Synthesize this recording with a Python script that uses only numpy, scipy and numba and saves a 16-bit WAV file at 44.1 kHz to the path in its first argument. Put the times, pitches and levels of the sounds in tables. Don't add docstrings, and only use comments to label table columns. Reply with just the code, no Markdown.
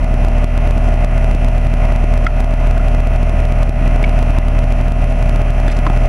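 import sys
import numpy as np
from scipy import signal
from scipy.fft import rfft, irfft, next_fast_len
from scipy.io import wavfile
from scipy.ndimage import uniform_filter1d
from numba import njit

SR = 44100
rng = np.random.default_rng(int(sys.argv[2]) if len(sys.argv) > 2 else 0)


def boost(x):
    u = np.asarray(x, float) / 20
    return 10 ** u


def pcm_store(signal):
    levels = np.round(np.clip(np.atleast_2d(signal), -1, 1) * 32767)
    wavfile.write(sys.argv[1], SR, levels.astype(np.int16).T)


N = 268128
T = np.arange(N) / SR


def set_rms(x, db):
    return x * boost(db) / np.sqrt(np.mean(x ** 2))


def random_walk(rate_hz):
    hold = int(SR / rate_hz)
    steps = np.repeat(rng.standard_normal(N // hold + 1), hold)
    return 1.12 * uniform_filter1d(uniform_filter1d(steps, hold), hold)[:N]


def resonate(x, centre_hz, width_hz):
    b, a = signal.iirpeak(min(centre_hz, .4 * SR), centre_hz / width_hz, SR)
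    return signal.lfilter(b, a, signal.lfilter(b, a, x))


def band_filter(x, order, edges_hz, kind="band"):
    return signal.sosfiltfilt(signal.butter(order, edges_hz, kind, fs=SR, output="sos"), x)


# frequency in Hz, density in dB per Hz.
AIR_SPECTRUM = [(12, -36), (50, -48), (130, -51.5), (250, -56.5), (480, -64.5), (680, -54), (900, -63),
                (1580, -71.5), (2100, -68.5), (2700, -74.5), (4000, -92), (6400, -90.5), (8000, -96.5),
                (11000, -96.5), (15000, -109)]


def air():
    size = next_fast_len(N)
    hz = np.maximum(np.fft.rfftfreq(size, 1 / SR), 1)
    point_hz, point_db = np.transpose(AIR_SPECTRUM)
    colour = boost(np.interp(np.log(hz), np.log(point_hz), point_db)) * np.sqrt(SR / 2)
    mid = rfft(rng.standard_normal(size)) * colour
    side = rfft(rng.standard_normal(size)) * colour
    side *= boost(-9) * np.minimum(hz / 5000, 1)
    swell = random_walk(1.58)
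    out = 0
    for octave in np.arange(3, 15, .5):
        share = np.cos(np.pi * np.clip(np.log2(hz) - octave, -.5, .5)) ** 2
        m = irfft(mid * share, size)[:N]
        s = irfft(side * share, size)[:N]
        flicker = 1.2 * random_walk(9)
        out = out + boost(.3 * swell + flicker) * np.array([m + s, m - s])
    return out


# time in seconds, pressure peak from -1.5 to 1.5.
EDDY_SLAPS = [(0.1144, 0.51), (0.2488, 0.74), (0.4442, -0.93), (0.7101, -0.62), (.7645, -1),
              (0.9516, -0.78), (1.35, -1.17), (1.4738, 0.47), (1.7392, .7), (2.0421, -1.15), (2.1911, 0.59),
              (2.4059, 1.1), (2.5387, 0.93), (2.7367, -0.78), (2.8044, 1), (3.1098, -0.92), (3.231, .9),
              (3.337, 0.94), (3.524, 1.18), (3.6947, -1.47), (3.8154, 0.83), (4.03, 1.18), (4.387, -1.4),
              (4.786, -0.73), (4.9649, 0.74), (5.4185, 0.9), (5.506, -.9), (5.684, 1.15), (5.79, .8),
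              (5.9039, -1.35)]


def buffets():
    share, length_s = .27, .0034
    out, length = np.zeros(N), int(length_s * SR)
    for start_s, peak in EDDY_SLAPS:
        i = int(start_s * SR) - int(0.6 * length)
        out[i:i + length] += share * peak * np.hanning(length)
    return out


# start in seconds, peak in dB, ring in Hz, t60 in seconds, rise in seconds.
HOSE_KNOCKS = [(2.2647, -2.5, 1350, 0.016, 0.0056), (2.265, -8, 2070, .018, .003),
               (2.2645, -22, 3450, .012, .001), (2.277, -20, 1370, .04, .003),
               (2.770, -20, 1470, .02, .0024), (2.796, -18, 1390, .03, .003),
               (4.040, -7.5, 2260, 0.017, 0.0023), (4.040, -26, 3400, .015, .002),
               (4.424, -23, 2050, .028, .003), (4.349, -24, 1510, .011, .001),
               (5.8657, -5, 1050, .014, .0006), (5.867, -9.5, 293, .037, .002),
               (5.870, -7, 780, .016, .001), (5.899, -2.5, 744, .004, .0007)]
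# start in seconds, length in seconds, rms in dB, centre in Hz, width in Hz.
HOSE_SCRAPES = [(5.68, 0.055, -29, 1740, 1600), (6.2, .008, -41, 5530, 2500),
                (5.709, .005, -43, 8500, 5000), (5.715, .009, -34.5, 3000, 6000),
                (5.722, .01, -42, 5500, 4000), (5.765, 0.013, -37, 3700, 6200),
                (5.929, .003, -43, 5500, 2000), (5.866, 0.012, -19.5, 970, 900),
                (5.899, 0.0037, -19.5, 1000, 1100), (5.1, 0.0029, -42, 7000, 3000),
                (2.2645, .012, -24, 1800, 1700), (2.4, .009, -39, 4000, 12000),
                (4.040, 0.0083, -26, 2300, 1600)]


def hand():
    rasp_db = -33
    out, t = np.zeros(N + SR), T[:SR // 10]
    for start_s, db, ring_hz, t60_s, rise_s in HOSE_KNOCKS:
        decay = 1000. ** (-np.maximum(t - rise_s, 0) / t60_s)
        shape = (1 - np.exp(-t / rise_s)) * decay
        rasp = boost(rasp_db) * resonate(rng.standard_normal(len(t)), 2.0 * ring_hz + 1000, 5600)
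        out[int(start_s * SR):][:len(t)] += boost(db) * shape * (np.sin(2 * np.pi * ring_hz * t) + rasp)
    for start_s, length_s, db, centre_hz, width_hz in HOSE_SCRAPES:
        grain_db = 4 * np.repeat(rng.standard_normal(len(t) // 30), 30)
        grit = rng.standard_normal(len(t)) * boost(grain_db)
        hiss = set_rms(resonate(grit, centre_hz, width_hz), db)
        out[int(start_s * SR):][:len(t)] += hiss * np.exp(-(t / length_s) ** 3)
    return out[:N]


def iron():
    hum_hz, start_turns = 119.958, .252
    hum_db, octave_db = -24.5, -31.5
    angle = 2 * np.pi * (start_turns + hum_hz * T)
    hum = boost(hum_db + 0.69 * random_walk(4.36)) * np.cos(angle)
    octave = boost(octave_db + 1.1 * random_walk(2.894)) * np.cos(2 * angle)
    return np.sqrt(2) * (hum - octave)


# multiple of the stroke rate, rms in dB.
SHELL_LINES = [(3, -36), (7, -44), (8, -49), (9, -50), (10, -34), (11, -32.5), (12, -37.5), (13, -47.5),
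               (16, -52), (18, -52.5), (21, -46), (22, -57), (23, -50), (24, -47), (25, -49), (28, -55),
               (29, -53.5), (32, -55.5), (33, -53.5), (34, -48), (35, -55), (53, -55)]
# centre in Hz, width in Hz, rms of a line at the centre in dB.
VALVE_PLATES = [
    (4300, 900, -76),
    (5900, 1300, -72),
    (9900, 2600, -75),
]


def compressor():
    stroke_hz, size = 59.2725, 8192
    pipe_hz, pipe_width_hz, pipe_db = 2569, 510, -46.5
    pipe_odd_db = -7
    order = np.arange(size // 2 + 1)
    line_hz = order * stroke_hz

    valve = sum(boost(db) / (1 + (2 * (line_hz - hz) / width) ** 4) for hz, width, db in VALVE_PLATES)
    valve = valve * boost(4.5 * rng.standard_normal(len(order))) * (order > 61)

    pipe_peak = 1 / (1 + (2 * (line_hz - pipe_hz) / pipe_width_hz) ** 2)
    shell = boost(pipe_db + pipe_odd_db * (order % 2)) * pipe_peak * (order > 35)
    multiple, shell_db = np.transpose(SHELL_LINES)
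    shell[np.rint(multiple).astype(int)] = boost(shell_db)

    phase_turns = .19 * order ** 2 + .3 * (order > 16) * rng.random(len(order))
    phases = np.exp(2j * np.pi * phase_turns)
    turns = stroke_hz * T + .001 * random_walk(1.5)
    out = 0
    for lines in (shell * (order < 17), shell * (order >= 17), valve):
        stroke = irfft(lines * phases) * size / np.sqrt(2)
        wave = np.interp(turns % 1 * size, np.arange(size), stroke, period=size)
        out = out + boost(0.58 * random_walk(6)) * wave
    return out


# time in seconds, blade passes in Hz.
BLADE_PASS_RATE = [
    (0, 37.543),
    (3.6, 37.545),
    (4.6, 37.522),
    (6.1, 37.512),
]
# time in seconds, throb in dB, second multiple relative to throb in dB.
THROB_LEVELS = [
    (0, -10.5, -11.5),
    (.6, -11, -9),
    (1.3, -11.5, -10),
    (2.6, -10, -12.5),
    (3.4, -11.5, -7.5),
    (4, -11.5, -12),
    (4.6, -11, -10),
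    (5.2, -12, -10),
    (6.1, -11, -12),
]
# multiple of the blade rate, rms in dB.
BLADE_MULTIPLES = [(3, -43.5), (4, -34), (5, -43.5), (6, -59), (7, -42.5), (8, -47)]


def fan():
    start_turns = -.02
    rate_hz = np.interp(T, *np.transpose(BLADE_PASS_RATE))
    angle = 2 * np.pi * (start_turns + np.cumsum(rate_hz) / SR)
    time_s, throb_db, second_db = np.transpose(THROB_LEVELS)
    second = boost(np.interp(T, time_s, second_db)) * np.sin(2 * angle)
    out = boost(np.interp(T, time_s, throb_db)) * (np.sin(angle) - second)
    for multiple, db in BLADE_MULTIPLES:
        k = round(multiple)
        flutter = boost(db + 2.5 * random_walk(5))
        out -= (-1) ** k * flutter * np.sin(k * angle + .45 * random_walk(4))
    return np.sqrt(2) * out


def scene():
    return air() + buffets() + hand() + iron() + compressor() + fan()


@njit
def gain_stairs(x, gain, top, drop, climb, pace, react):
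    out, since, wait = np.empty(len(x)), 0, -1
    for i in range(len(x)):
        since += 1
        if wait < 0 and abs(x[i]) * gain > top:
            wait = react
        if wait == 0:
            gain, since = gain * drop, 0
        elif wait < 0 and since >= pace:
            gain, since = gain * climb, 0
        wait = max(wait - 1, -1)
        out[i] = gain
    return out


def gain_control(dry):
    start_db, trip_level, trip_db = -1.5, .75, -3
    climb_db, climb_s, react_s = 1.5, .032, .0007
    return gain_stairs(dry.mean(axis=0), 1. * boost(start_db), trip_level, boost(trip_db), boost(climb_db),
                       int(climb_s * SR), int(react_s * SR))


def side_dropouts(side):
    share, hold = .3, 1536
    out = side.copy()
    for edges_hz in ((100, 1200), (1200, 3200), (3200, 5200)):
        lost = np.repeat(rng.random(N // hold + 1) < share, hold)[:N]
        out -= band_filter(side, 4, edges_hz) * uniform_filter1d(1. 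* lost, size=400)
    return out


def band_limit(x):
    return signal.sosfilt(signal.butter(12, 15770, fs=SR, output="sos"), x)


def record(dry):
    x = band_filter(dry * gain_control(dry), 2, (20, 17000))
    x = x / (1 + (x / 1.03) ** 14) ** (1 / 14)
    x = signal.sosfiltfilt(signal.cheby2(10, 40, 16300, fs=SR, output="sos"), x)
    lag = .95
    late = signal.lfilter([1 - lag, 1 + lag], [1 + lag, 1 - lag], x[0])
    mid = (late + x[1]) / 2
    side = side_dropouts(band_filter((late - x[1]) / 2, 2, 300, "high"))
    return band_limit(np.array([mid + side, mid - side]))


dry = scene()
out = record(dry)
pcm_store(out)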